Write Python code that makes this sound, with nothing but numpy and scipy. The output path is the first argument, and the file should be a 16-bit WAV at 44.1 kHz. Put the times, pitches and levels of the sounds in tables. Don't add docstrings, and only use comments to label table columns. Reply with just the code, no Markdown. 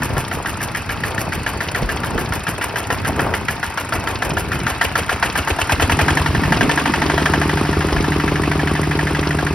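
import sys
import numpy as np
from scipy import signal
from scipy.fft import rfft, irfft, next_fast_len
from scipy.io import wavfile

SR = 44100
rng = np.random.default_rng(int(sys.argv[2]) if len(sys.argv) > 2 else 0)


def to_wav(s):
    ch = np.atleast_2d(s).T
    pcm = np.round(np.clip(ch, -1, 1) * 32767)
    wavfile.write(sys.argv[1], SR, pcm.astype(np.int16))


N = 420713
TIME_S = np.arange(N) / SR

# time_s, firings_per_s
SPEED = [(0.0, 6.795), (0.44, 6.882), (1.54, 7.059), (2.32, 6.894), (3.72, 6.887), (3.8, 6.702),
         (4.67, 6.761), (5.02, 7.195), (5.25, 7.676), (5.88, 10.27), (5.9, 10.623), (6.29, 11.438),
         (6.57, 11.51), (6.73, 12.213), (7.25, 12.647), (7.72, 12.811), (8.69, 12.604), (9.54, 12.603)]
FIRST_FIRING_S = 0.0183
# time_s, level_db, centre_hz
KNOCK_LOAD = [(0, -21.5, 1520), (.9, -20.5, 1840), (1.7, -17.5, 1880), (2.4, -19.5, 1520), (2.9, -17, 1590),
              (3.48, -19, 1920), (3.65, -16.5, 1580), (4.5, -18.5, 1490), (4.8, -12, 1570),
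              (5.2, -14, 1530), (5.55, -15.5, 1530), (6.1, -11.5, 1760), (6.4, -18.5, 1690),
              (6.55, -13, 1750), (7.3, -15, 1780), (7.75, -19.5, 1700), (8.5, -19.5, 1920),
              (9.54, -18.5, 1780)]
# time_s, extra_db
ACCENTS = [(.02, 2.5), (.46, 2), (.6, -3), (.75, 2), (1.03, 2.5), (1.18, 0.5), (1.32, -2.5), (1.46, 1.5),
           (1.75, 0.5), (2.03, -2), (3.34, 2), (3.48, 4), (4.22, 2), (4.37, 2), (4.81, 1.5), (5.09, 0),
           (5.22, 3.5), (5.35, -1), (5.47, -1), (5.59, -2), (5.69, 0), (5.8, -2), (6.17, 0.5), (6.52, 2.5),
           (6.61, 1.5), (7.26, 2.5), (7.34, 3), (7.65, -4), (7.73, -1), (7.88, -4), (8.51, 2.5),
           (8.83, -3.5), (8.99, 2.5), (9.23, -3.5)]
# mode_hz, width_hz, relative_db
BLOCK_MODES = [(714, 98, 1), (916.5, 66, -1.5), (1170, 300, -3.5), (1388, 79, 1), (1618, 61, -0.5),
               (1767, 40, -2.5), (1936, 140, 1.5), (2350, 120, -2.5), (3060, 110, 0), (4720, 150, 4)]
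BLOWS_DB = (-6, 0, -1.5, -5)
# cycle_share, mode_hz, relative_db, rise_s, decay_s
CRANKCASE_MODES = [(.002, 340, -12, 0.0006, 0.0031), (0.0079, 688, -15.5, 0.0018, 0.007),
                   (0.0075, 944, -18.5, 0.00099, 0.0042)]
# freq_hz, relative_db
CRACK_COLOUR = [(150, -21), (500, 3), (1000, -16.5), (2000, -11), (3000, 2), (3800, -5.5), (5500, -6.5),
                (8000, -12), (11500, -15.5), (16000, -29)]
CRACK_RISE_S = 0.0022
RING_DB, RASP_DB = -5.5, -3.5
# time_s, gain_db
FLANK = [(0, 4), (2.5, 3), (4.3, 3), (5, 4.5), (6, 11), (6.7, 11), (7.25, 12), (7.9, 11), (9.54, 7)]
# time_s, exhaust_db, intake_db
EFFORT = [(0, -29, -59), (.8, -33.5, -55), (2.2, -29, -43), (3.25, -40, -23), (3.7, -30, -36),
          (4.55, -28, -23), (4.87, -16.5, -48), (5.2, -23, -24), (5.5, -16, -38), (5.85, -14.5, -28),
          (6.05, -17, -22), (6.38, -31, -20), (6.72, -16.5, -22), (7, -26, -18), (7.3, -28, -16),
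          (7.76, -32, -14), (9.54, -29.5, -18)]
# freq_hz, relative_db
CHUFF_COLOUR = [(100, 0), (400, 11.5), (750, 7.5), (1500, 4.5), (2200, 1.5), (3000, 5), (3800, -4),
                (5500, -8.5), (8000, -4.5), (11500, -15.5), (16000, -29)]
# time_s, level_db
BOOM_LEVEL = [(0, -35), (.8, -27), (2.45, -29), (2.66, -23.5), (3.38, -22.5), (3.55, -25), (3.8, -26),
              (3.97, -22), (4.4, -25), (4.56, -22.5), (5, -20), (5.26, -25.5), (5.39, -18.5), (5.51, -13.5),
              (5.62, -19.5), (5.72, -12), (5.82, -9.5), (5.92, -11.5), (6.1, -13), (6.37, -14.5),
              (6.45, -21), (6.72, -26), (7, -21), (7.3, -29), (7.76, -30), (9.54, -26)]
# cycle_share, mode_hz, relative_db, rise_s, decay_s
MUFFLER_MODES = [(0.316, 79.8, 4, 0.019, 0.0057), (0.312, 120, -13, 0.0063, 0.0099),
                 (0.337, 53.4, -13.5, 0.014, 0.0089), (0.28, 280, -11, 0.002, 0.032)]
# ring_hz, relative_db
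SHIELD_RINGS = [(2200, 8), (3000, 4.5), (3900, -14), (5400, -16), (6400, -19)]
# freq_hz, relative_db
GULP_COLOUR = [(200, 12.5), (450, 6), (750, 7.5), (1150, 8), (1600, -6), (3000, -8), (8000, -29)]
# freq_hz, relative_db
SUCTION_COLOUR = [(500, 6), (1200, 0), (2800, 10), (4000, 5), (5500, 4), (8000, -24), (16000, -27)]
# cycle_share, mode_hz, relative_db, rise_s, decay_s
INTAKE_MODES = [(.548, 323, 6.5, 0.0042, 0.0014), (.525, 191, -10.5, 0.0025, 0.032),
                (0.52, 400, -11.5, 0.0026, 0.051)]
# cycle_share, mode_hz, relative_db, rise_s, decay_s
HUM_MODES = [(.833, 149.8, -1.3, .0032, .056), (.85, 291.5, -5, .0019, .033), (.815, 256, -4, .0011, .0102),
             (.83, 334, -13, .002, .04), (.81, 415, -12, .002, .024)]
# cycle_share, mode_hz, relative_db, rise_s, decay_s
DRONE_MODES = [(.514, 83, 0.26, 0.0071, 0.027)]
# time_s, level_db, scatter_s
HUM_LEVEL = [(0, -52, 0.0019), (4.5, -38, .002), (5.4, -32, 0.0016), (6, -16, 0.0016), (6.6, -18.5, 0.0017),
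             (6.9, -21.5, 0.0017), (7.3, -15.5, 0.00018), (7.76, -15, 0.00013), (9.54, -17, 0.0001)]
DRONE_FROM_PER_S, DRONE_FULL_PER_S = 11.5, 12.6
# freq_hz, relative_db
CLATTER_COLOUR = [(100, -55), (500, -3), (780, -2.5), (910, 1.5), (1050, 4), (1700, -1), (2100, 4.5),
                  (2650, -2.5), (3700, -16), (5200, -22), (7000, -12), (11500, -20), (16000, -29)]
CLATTER_DB, CLATTER_DB_PER_KNOCK_DB, REFERENCE_KNOCK_DB = -27.5, 0.67, -17
CLATTER_BETWEEN = .48
JOLT_UNEVEN_DB = 2
# ring_hz, relative_db
FITTING_RINGS = [(750, -1.5), (950, 1.5), (1400, 6), (1900, 0.5), (2700, 5.5), (3200, -2.5), (3800, -7),
                 (5500, -6)]
CLINKS_PER_S = 14
# cycle_share, level_db, decay_s
VALVES = [(.475, -32, 0.0063), (0.765, -29, 0.0041)]
# freq_hz, relative_db
TICK_COLOUR = [(400, 19.5), (1000, 20), (3000, 4), (5000, 9), (7000, 7), (10000, 8), (12000, 4),
               (16000, -7)]
# cycle_share, mode_hz, relative_db, rise_s, decay_s
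ROCKER_MODES = [(.527, 900, -31, 0.00068, 0.00093), (.527, 1130, -24.5, 0.0003, 0.0021),
                (.53, 765, -30, 0.00079, 0.004)]
# freq_hz, relative_db
GEAR_COLOUR = [(1000, 11), (3500, -1.5), (6000, 1), (8500, 2), (9900, 4.5), (10180, 7), (10500, -1),
               (11600, 5.5), (12600, 3), (16000, -7)]
RATTLE_DB, TIGHT_PER_S, RATTLE_FADE_DB = -27.5, 10.53, 13
# peak_s, gaussian_sigma_s, level_db
WHINE = (1.5, .5, -48)
# mode_hz, width_hz, level_db
PANEL_MODES = [(900, 54, -40.5), (2590, 95, -42.5)]
# start_s, peak_db, centre_hz
CLODS = [(0.128, -13, 80.7), (0.166, -12, 143), (0.365, -24, 163), (1.272, -15, 80), (1.347, -19, 95),
         (1.819, -10, 81), (1.848, -19, 80.7), (2.15, -16, 182), (2.37, -18, 110), (2.304, -13, 159),
         (2.483, -15, 201), (2.903, -28, 870), (3.08, -19, 96.9), (3.191, -8, 844), (3.219, -29, 89),
         (3.29, -22, 102), (3.329, -22, 83.4), (4.25, -32, 98.5), (4.366, -20, 80.7), (6.348, -10.5, 142),
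         (6.626, -7, 235), (6.66, -12.5, 278), (7.346, -13, 151), (7.965, -8.5, 72)]
# time_s, level_db
SOIL_LEVEL = [(0, -27), (.6, -30.5), (1.3, -27), (1.6, -29.5), (2.15, -25), (2.5, -32.5), (3.25, -25),
              (3.7, -32.5), (4.3, -27), (4.5, -25), (4.78, -29), (5.5, -32.5), (6.1, -28.5), (6.62, -24.5),
              (6.8, -40), (8.1, -36), (8.33, -29), (8.5, -33), (9.54, -36)]
# freq_hz, relative_db
EARTH_COLOUR = [(20, -18), (55, 1.5), (100, 7), (170, 1), (250, -2), (450, -9.5), (800, -22.5),
                (1500, -14.5), (5000, -47)]
# start_s, length_s, relative_db
CRUMBLES = [(0.1, 0.1, -26.5), (0.366, 0.035, -32), (0.653, 0.048, -30), (1.055, 0.2, -30),
            (1.506, 0.39, -36), (1.763, 0.058, -30), (1.9, 0.36, -32.5), (2.322, 0.037, -31),
            (2.573, 0.26, -30.5), (2.897, 0.019, -18.5), (3.063, 0.035, -23.5), (3.172, 0.18, -23),
            (3.508, 0.026, -29), (3.917, .22, -29.5), (4.24, 0.082, -26)]
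# freq_hz, relative_db
CRUMBLE_COLOUR = [(60, -24), (200, -5.5), (400, 1.5), (650, -0.5), (1000, -1.5), (1600, -15), (5000, -38)]
CRUMBLE_RISE_S, CRUMBLE_DECAY_S = 0.0053, 0.021
# start_s, relative_db
JOLTS = [(.12, -44), (.27, -32), (1.03, -37), (1.26, -29), (1.5, -36), (1.79, -33), (2.12, -21.5),
         (3.93, -34), (4.23, -23), (4.33, -23), (4.54, -29), (4.72, -48), (5.75, -23), (7.02, -40),
         (7.35, -29), (7.92, -25), (8.22, -25)]
JOLT_RISE_S, JOLT_DECAY_S = 0.036, 0.059
# freq_hz, relative_db
RUMBLE_COLOUR = [(10, -30), (28, -29), (48, -7), (75, -13), (130, -20), (400, -17), (2000, -65)]
# start_s, relative_db, base_hz (scaled by the falling pitch)
LOW_POPS = [(.102, -17, 500), (.371, -19, 486), (.4, -17, 730), (.448, -16, 900), (.677, -18, 725),
            (.705, -24, 950), (1.163, -24, 576), (1.222, -22, 560), (1.278, -16, 654), (1.773, -19, 1130),
            (1.823, -11.5, 400), (2.157, -18, 557), (2.181, -15, 375), (3.09, -16, 605),
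            (3.267, -12.5, 880), (4.222, -15, 613), (4.373, -17, 546), (6.63, -29, 487)]
# start_s, length_s, level_db, from_hz, to_hz
GRINDS = [(1.15, 0.14, -47, 260, 617), (2.037, 0.2, -31, 168, 418), (3.08, 0.26, -45, 258, 800),
          (5.85, 0.4, -31, 190, 334), (6.3, 0.43, -26, 137, 270), (6.594, 0.115, -26.5, 225, 290),
          (6.59, 0.14, -29, 360, 440), (6.753, 0.62, -27, 274, 312)]
# freq_hz, relative_db
FAN_COLOUR = [(250, -5), (600, 2), (1100, 12), (3000, 1.5), (4400, 0.5), (5300, 2), (6300, -7), (8000, -11),
              (11500, -8.5), (16000, -28)]
# freq_hz, left_lead_rad
PORT_PHASE = [(100, 0), (2000, .1), (3400, .85), (5200, .3), (6000, 1.6), (6600, 2.9), (7900, 3.35),
              (9000, 4.9), (9800, 6.2), (11000, 6.35), (12000, 8), (12600, 9.2), (14200, 9.55),
              (15500, 12.2)]
# freq_hz, likeness_0_to_1
PORT_LIKENESS = [(250, 0.88), (550, 0.74), (900, 0.94), (2000, 0.91), (2500, 0.74), (4300, 0.49),
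                 (5300, 0.86), (6100, 0.95), (7200, 1), (8700, 1), (10300, 0.92), (12200, 0.78),
                 (13300, .98), (15000, 0.71)]
# freq_hz, left_minus_right_db
PORT_BALANCE = [(100, 0), (300, -.8), (700, 2.4), (1300, 2.4), (2400, -1.3), (5000, 0)]
EDGE_HZ = 15850


def knock(crack_db=-9, tail_db=-15, focus_hz=480, slap_s=0.0022, low_hz=1200, wander_hz=35, case_db=0):
    fire_s = moments(0)
    wander = rng.standard_normal(len(fire_s))
    fire_db = np.interp(fire_s, TIME_S, along(KNOCK_LOAD))
    for accent_s, extra_db in ACCENTS:
        fire_db[np.argmin(abs(fire_s - accent_s))] += extra_db
    centre_hz = np.interp(fire_s, TIME_S, along(KNOCK_LOAD, column=2)) + wander_hz * wander
    flank = np.interp(fire_s, TIME_S, level(FLANK))
    weights = []
    for hz, _, mode_db in BLOCK_MODES:
        facing = flank if hz < low_hz else 1
        weights.append(amp(mode_db) * facing / (1 + ((hz - centre_hz) / focus_hz) ** 2))
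    weights = np.array(weights)
    weights /= np.linalg.norm(weights, axis=0)

    last = latest(fire_s)
    cycles_since_fire = (TIME_S - fire_s[last]) * along(SPEED)
    buzz = amp(tail_db) * level(KNOCK_LOAD) * swell(cycles_since_fire, rise=0.11, decay=0.32)
    case_gain = amp(case_db) * level(KNOCK_LOAD) * np.sqrt(level(FLANK))
    ring = pulsed_modes(CRANKCASE_MODES, case_gain, uneven_db=0.5)
    for start_s, bang_db, shares in zip(fire_s, fire_db, weights.T):
        add(ring, start_s, amp(RING_DB + bang_db) * bang(shares, slap_s))
    for weight, (hz, width_hz, _) in zip(weights, BLOCK_MODES):
        ring += resonate(weight[last] * buzz * grit(1500, 0.53), hz, 2.3 * width_hz)
    t = np.arange(SR // 8) / SR
    blow = strike(fire_s, amp(fire_db), swell(t, CRACK_RISE_S, decay=0.0095)) + amp(RASP_DB) * buzz
    return ring + amp(crack_db) * coloured(blow * grit(12000, 0.24), CRACK_COLOUR)


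def bang(weights, gap_s, uneven_db=1.1, detune=0.022):
    t, out = np.arange(SR // 25) / SR, np.zeros(SR // 25)
    for k, (weight, (hz, width_hz, _)) in enumerate(zip(weights, BLOCK_MODES)):
        envelope = (-1) ** k * weight * swell(t, rise=0.0002, decay=1.55 / (np.pi * width_hz))
        for blows_before, blow_db in enumerate(BLOWS_DB):
            late, strength, off = rng.standard_normal(3)
            tone = np.sin(2 * np.pi * hz * (1 + detune * off) * t)
            start_s = gap_s * blows_before * (1 + .12 * late)
            add(out, start_s, amp(blow_db + uneven_db * strength) * envelope * tone)
    return unit(out)


def chuff(jet_db=0.0, wash_db=-11):
    jet = bursts(0.245, rise=0.004, decay=0.0055, uneven_db=1.5)
    wash = amp(wash_db) * bursts(0.14, rise=0.011, decay=0.028, uneven_db=3.0)
    return amp(jet_db) * level(EFFORT) * coloured((jet + wash) * grit(7000, 1.0), CHUFF_COLOUR)


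def muffler():
    return pulsed_modes(MUFFLER_MODES, level(BOOM_LEVEL), uneven_db=0.0)


def shield(rattle_db=-12, share=0.26, spread=.03, decay_s=0.0025, uneven_db=0.0, count=6):
    t, out = np.arange(SR // 40) / SR, np.zeros(N)
    force, speed = level(EFFORT), along(SPEED)
    low_hz, high_hz = SHIELD_RINGS[0][0], SHIELD_RINGS[-1][0]
    for s in moments(share):
        size = np.interp(s, TIME_S, force) * amp(rattle_db + uneven_db * rng.standard_normal())
        for late_s in spread * rng.exponential(1.5, count) / np.interp(s, TIME_S, speed):
            hz = low_hz * (high_hz / low_hz) ** rng.random(size=3)
            tones = amp(read(SHIELD_RINGS, hz)) @ np.sin(2 * np.pi * hz[:, None] * t)
            add(out, s + late_s, size * swell(t, rise=0.0007, decay=decay_s) * tones)
    return out


def gulp(rush_db=-4, hiss_db=-36):
    rush = bursts(0.492, rise=0.00097, decay=0.012, uneven_db=2.5) * grit(12000, 0.82)
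    hiss = bursts(0.563, rise=0.002, decay=0.006, uneven_db=6.5) * grit(17000, 0.72)
    rush = amp(rush_db) * level(EFFORT, column=2) * coloured(rush, GULP_COLOUR)
    return rush + amp(hiss_db) * np.sqrt(level(FLANK)) * coloured(hiss, SUCTION_COLOUR)


def intake_pipe():
    pop = pulsed_modes(INTAKE_MODES, level(EFFORT, column=2), uneven_db=0.1, scatter_s=.00005)
    hum_gain = level(HUM_LEVEL)
    drone_gain = hum_gain * np.interp(along(SPEED), [DRONE_FROM_PER_S, DRONE_FULL_PER_S], [0, 1])
    drone = pulsed_modes(DRONE_MODES, drone_gain, uneven_db=0.5)
    scatter_s = abs(along(HUM_LEVEL, column=2))
    return pop + drone + pulsed_modes(HUM_MODES, hum_gain, uneven_db=1.0, scatter_s=scatter_s)


def clatter(throb=0.95, second_db=-8, dry_db=-7, ring_db=-5):
    first = throb * bursts(0.037, rise=0.0042, decay=0.03, uneven_db=JOLT_UNEVEN_DB)
    second = amp(second_db) * bursts(0.65, rise=0.0016, decay=0.0048, uneven_db=0.5)
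    jolts = CLATTER_BETWEEN + first + second
    ringing = sum(amp(db) / hz * resonate(grit(260, 2.0), hz, width_hz) for hz, width_hz, db in BLOCK_MODES)
    shaking = amp(CLATTER_DB + CLATTER_DB_PER_KNOCK_DB * (along(KNOCK_LOAD) - REFERENCE_KNOCK_DB))
    dry_hits = amp(dry_db) * coloured(grit(600, 0.83), CLATTER_COLOUR)
    return thin(shaking * jolts * (dry_hits + amp(ring_db) * unit(ringing) + clinks()), edge_hz=527)


def clinks(count=36, clink_db=-3.5, spread_db=2.1, width_hz=55):
    pitches_hz = np.geomspace(FITTING_RINGS[0][0], FITTING_RINGS[-1][0], count)
    pitches_hz = pitches_hz * (1 + 0.012 * rng.standard_normal(count))
    hits, out = CLINKS_PER_S * N // SR, np.zeros(N)
    for hz in pitches_hz:
        taps = np.zeros(N)
        taps[rng.integers(0, N, hits)] = amp(spread_db * np.minimum(rng.exponential(1, hits), 4))
        out += amp(read(FITTING_RINGS, hz)) * resonate(taps, hz, width_hz)
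    return amp(clink_db) * unit(out)


def valve_ticks():
    ticks = sum(amp(db) * bursts(share, rise=0.0044, decay=decay, uneven_db=3.0) for share, db, decay in VALVES)
    ring = bright_ring(count=60, low_hz=710, high_hz=15060, decay_s=0.0016)
    return coloured(signal.oaconvolve(ticks * grit(9000, 0.25), ring)[:N], TICK_COLOUR)


def rocker_cover():
    return pulsed_modes(ROCKER_MODES, np.sqrt(level(FLANK)), uneven_db=2.5, scatter_s=0.00013)


def gears(click_db=-4, ring_db=-3):
    backlash = bursts(0.087, rise=0.0013, decay=0.0066, uneven_db=1.0)
    backlash = backlash + bursts(0.14, rise=0.0083, decay=0.014, uneven_db=3.0)
    slack = amp(RATTLE_DB - RATTLE_FADE_DB * np.maximum(along(SPEED) - TIGHT_PER_S, 0))
    clicks = backlash * grit(1100, 1.2)
    ringing = signal.oaconvolve(clicks, bright_ring())[:N]
    return slack * coloured(amp(click_db) * clicks + amp(ring_db) * ringing, GEAR_COLOUR)


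def bright_ring(count=44, low_hz=2400, high_hz=12500, decay_s=0.0022):
    t = np.arange(SR // 40) / SR
    hz = np.linspace(low_hz, high_hz, count) + 70 * rng.standard_normal(count)
    turns = hz[:, None] * t + rng.random((count, 1))
    ring = np.exp(-t / decay_s) * np.sin(2 * np.pi * turns).sum(0)
    return ring / np.linalg.norm(ring)


def whine(whine_hz=4500):
    peak_s, sigma_s, whine_db = WHINE
    tone = resonate(resonate(rng.standard_normal(N), whine_hz, 150), whine_hz, 220)
    return amp(whine_db) * np.exp(-((TIME_S - peak_s) / sigma_s) ** 2 / 2) * unit(tone)


def panels(throb=1.2):
    shake = 5 + throb * bursts(0.073, rise=.006, decay=0.034, uneven_db=6.0)
    shake = shake * lumps(per_s=2.75, depth_db=0.5)
    out = np.zeros(N)
    for hz, width_hz, db in PANEL_MODES:
        out += amp(db) * unit(resonate(resonate(shake * grit(400, 1.7), hz, width_hz), hz, 5 * width_hz))
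    return out


def clod_thuds(thud_db=-6):
    out, t = np.zeros(N), np.arange(SR // 5) / SR
    for start_s, peak_db, hz in CLODS:
        push = rng.standard_normal(len(t)) * swell(t, rise=0.00097, decay=0.016)
        colour = [(30, -18), (hz / 3, -4), (hz, 0), (hz * 2.13, -9), (hz * 8, -30), (16000, -55)]
        thud = coloured(push, colour)
        add(out, start_s, amp(peak_db + thud_db) * 2 * thud / abs(thud).max())
    return out


def low_pops(pop_db=-1, fall=1.48, pop_s=0.00326):
    out, t = np.zeros(N), np.arange(SR // 30) / SR
    for start_s, db, hz in LOW_POPS:
        turns = np.cumsum(hz * (0.586 + fall * np.exp(-t / pop_s))) / SR
        pop = swell(t, rise=0.0018, decay=pop_s) * np.sin(2 * np.pi * turns)
        add(out, start_s, amp(db + pop_db) * pop)
    return out


def grinding(grind_db=0, width_hz=150):
    out, grains, pole = np.zeros(N), grit(450, 1.3), np.exp(-np.pi * width_hz / SR)
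    for start_s, length_s, db, from_hz, to_hz in GRINDS:
        part = grains[int(start_s * SR):][:int(length_s * SR)]
        u = np.linspace(0, 1, len(part))
        turn = np.exp(2j * np.pi * np.cumsum(from_hz * (to_hz / from_hz) ** u) / SR)
        hollow = (turn * signal.lfilter([1], np.poly([pole, pole]), part / turn)).real
        add(out, start_s, amp(db + grind_db) * unit(hollow * np.sqrt(abs(np.sin(np.pi * u ** 0.6)))))
    return out


def churned_soil():
    return level(SOIL_LEVEL) * lumps(per_s=11, depth_db=2.5) * coloured(grit(1100, 3.26), EARTH_COLOUR)


def crumbling_crust(crust_db=-2, floor_db=-47):
    gain = amp(floor_db) * level(FLANK)
    for start_s, length_s, db in CRUMBLES:
        rise = np.clip((TIME_S - start_s) / CRUMBLE_RISE_S, 0, 1)
        fade = np.exp(-np.maximum(TIME_S - start_s - length_s, 0) / CRUMBLE_DECAY_S)
        gain = gain + amp(db) * rise * fade
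    return amp(crust_db) * gain * coloured(grit(1200, 1.4), CRUMBLE_COLOUR)


def frame_shudder(rumble_db=-6, rolling_db=-40):
    jolt_s, jolt_db = np.transpose(JOLTS)
    jolt = swell(np.arange(SR) / SR, JOLT_RISE_S, JOLT_DECAY_S)
    gain = amp(rolling_db) * np.sqrt(level(FLANK)) + strike(jolt_s, amp(jolt_db), jolt)
    return amp(rumble_db) * gain * unit(coloured(rng.standard_normal(N), RUMBLE_COLOUR, size=8192))


def fan(hiss_db=-42):
    return amp(hiss_db) * level(FLANK) * coloured(rng.standard_normal(N), FAN_COLOUR)


def moments(share):
    t = np.arange(-.4, N / SR + .4, .001)
    cycles = np.cumsum(np.interp(t, *np.transpose(SPEED))) * (t[1] - t[0])
    cycles -= np.interp(FIRST_FIRING_S, t, cycles)
    return np.interp(np.arange(-1, np.interp(N / SR, t, cycles)) + share, cycles, t)


def latest(s):
    return np.maximum(np.searchsorted(s, TIME_S) - 1, 0)


def bursts(share, rise, decay, uneven_db):
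    s = moments(share)
    last = latest(s)
    strength = amp(uneven_db * rng.standard_normal(len(s)))
    return swell(np.maximum(TIME_S - s[last], 0), rise, decay) * strength[last]


def pulsed_modes(modes, gain, uneven_db, scatter_s=0):
    t, out = np.arange(SR // 4) / SR, np.zeros(N)
    for share, hz, db, rise, decay in modes:
        s = moments(share)
        strength, late = rng.standard_normal((len(s), 2)).T
        sizes = np.interp(s, TIME_S, gain) * amp(db + uneven_db * strength)
        late_s = late * np.interp(s, TIME_S, scatter_s * np.ones(N))
        out += strike(s + late_s, sizes, swell(t, rise, decay) * np.sin(2 * np.pi * hz * t))
    return out


def strike(s, sizes, ring):
    clicks, inside = np.zeros(N), (s >= 0) & (s < (N - 1) / SR)
    clicks[(s[inside] * SR).astype(int)] = sizes[inside]
    return signal.oaconvolve(clicks, ring)[:N]


def add(mix, s, sound):
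    if s >= 0:
        part = mix[int(s * SR):][:len(sound)]
        part += sound[:len(part)]


def swell(age, rise, decay):
    shape = (1 - np.exp(-(age / rise) ** 2)) * np.exp(-age / decay)
    return shape / shape.max()


def grit(per_s, spread_db):
    size = amp(spread_db * np.minimum(rng.exponential(1, N), 4))
    return unit(rng.standard_normal(N) * size * (rng.random(N) < per_s / SR))


def lumps(per_s, depth_db):
    s = np.arange(0, N / SR + 1, 1 / per_s)
    return amp(depth_db * np.interp(TIME_S, s, rng.standard_normal(len(s))))


def resonate(x, hz, width_hz):
    pole = np.exp((2j * np.pi * hz - np.pi * width_hz) / SR)
    return signal.lfilter([np.sqrt(2 * (1 - abs(pole) ** 2))], [1, -pole], x + 1e-15).imag


def coloured(x, spectrum, size=2048):
    log_gain = read(spectrum, abs(np.fft.fftfreq(size, 1 / SR))) * np.log(10) / 20
    taps = np.fft.ifft(np.exp(np.conj(signal.hilbert(log_gain)))).real
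    return signal.oaconvolve(x, taps / np.linalg.norm(taps))[:len(x)]


def thin(x, edge_hz):
    return signal.sosfilt(signal.butter(3, edge_hz, "highpass", fs=SR, output="sos"), x)


def along(rows, column=1):
    rows = np.asarray(rows)
    return np.interp(TIME_S, rows[:, 0], rows[:, column])


def level(rows, column=1):
    return amp(along(rows, column))


def read(points, hz):
    f, value = np.transpose(points)
    return np.interp(np.log(hz + 1), np.log(f), value)


def amp(db):
    return 10 ** (np.asarray(db) / 20)


def unit(x):
    return x / np.sqrt(np.mean(x ** 2) + 1e-20)


def scattered_sources():
    engine = knock() + chuff() + shield() + gulp() + clatter() + valve_ticks() + rocker_cover()
    engine = engine + gears() + whine() + panels()
    ground = clod_thuds() + low_pops() + grinding() + churned_soil() + crumbling_crust() + frame_shudder()
    return engine + ground + fan()


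def scene():
    size = next_fast_len(N + SR // 4)
    hz = np.fft.rfftfreq(size, 1 / SR)
    shared, scattered = (rfft(scattered_sources(), size) for _ in range(2))
    same, side = np.clip(read(PORT_LIKENESS, hz), 0, 1), np.array([[1], [-1]])
    ports = rfft(muffler() + intake_pipe(), size) + np.sqrt((1 + same) / 2) * shared
    ports = ports + 1j * side * np.sqrt((1 - same) / 2) * scattered
    ports *= amp(side * read(PORT_BALANCE, hz) / 2) * np.exp(.5j * side * read(PORT_PHASE, hz))
    return irfft(ports, size)[:, :N]


def record(dry, low_cut_hz=36):
    thinned = signal.sosfilt(signal.butter(4, low_cut_hz, "highpass", fs=SR, output="sos"), dry)
    rounded = thinned / (1 + (thinned / .95) ** 6) ** (1 / 6)
    band_limit = signal.firwin(511, EDGE_HZ, window=("kaiser", 9), fs=SR)
    return signal.oaconvolve(rounded, band_limit[None], "same")


dry = scene()
out = record(dry)
to_wav(out)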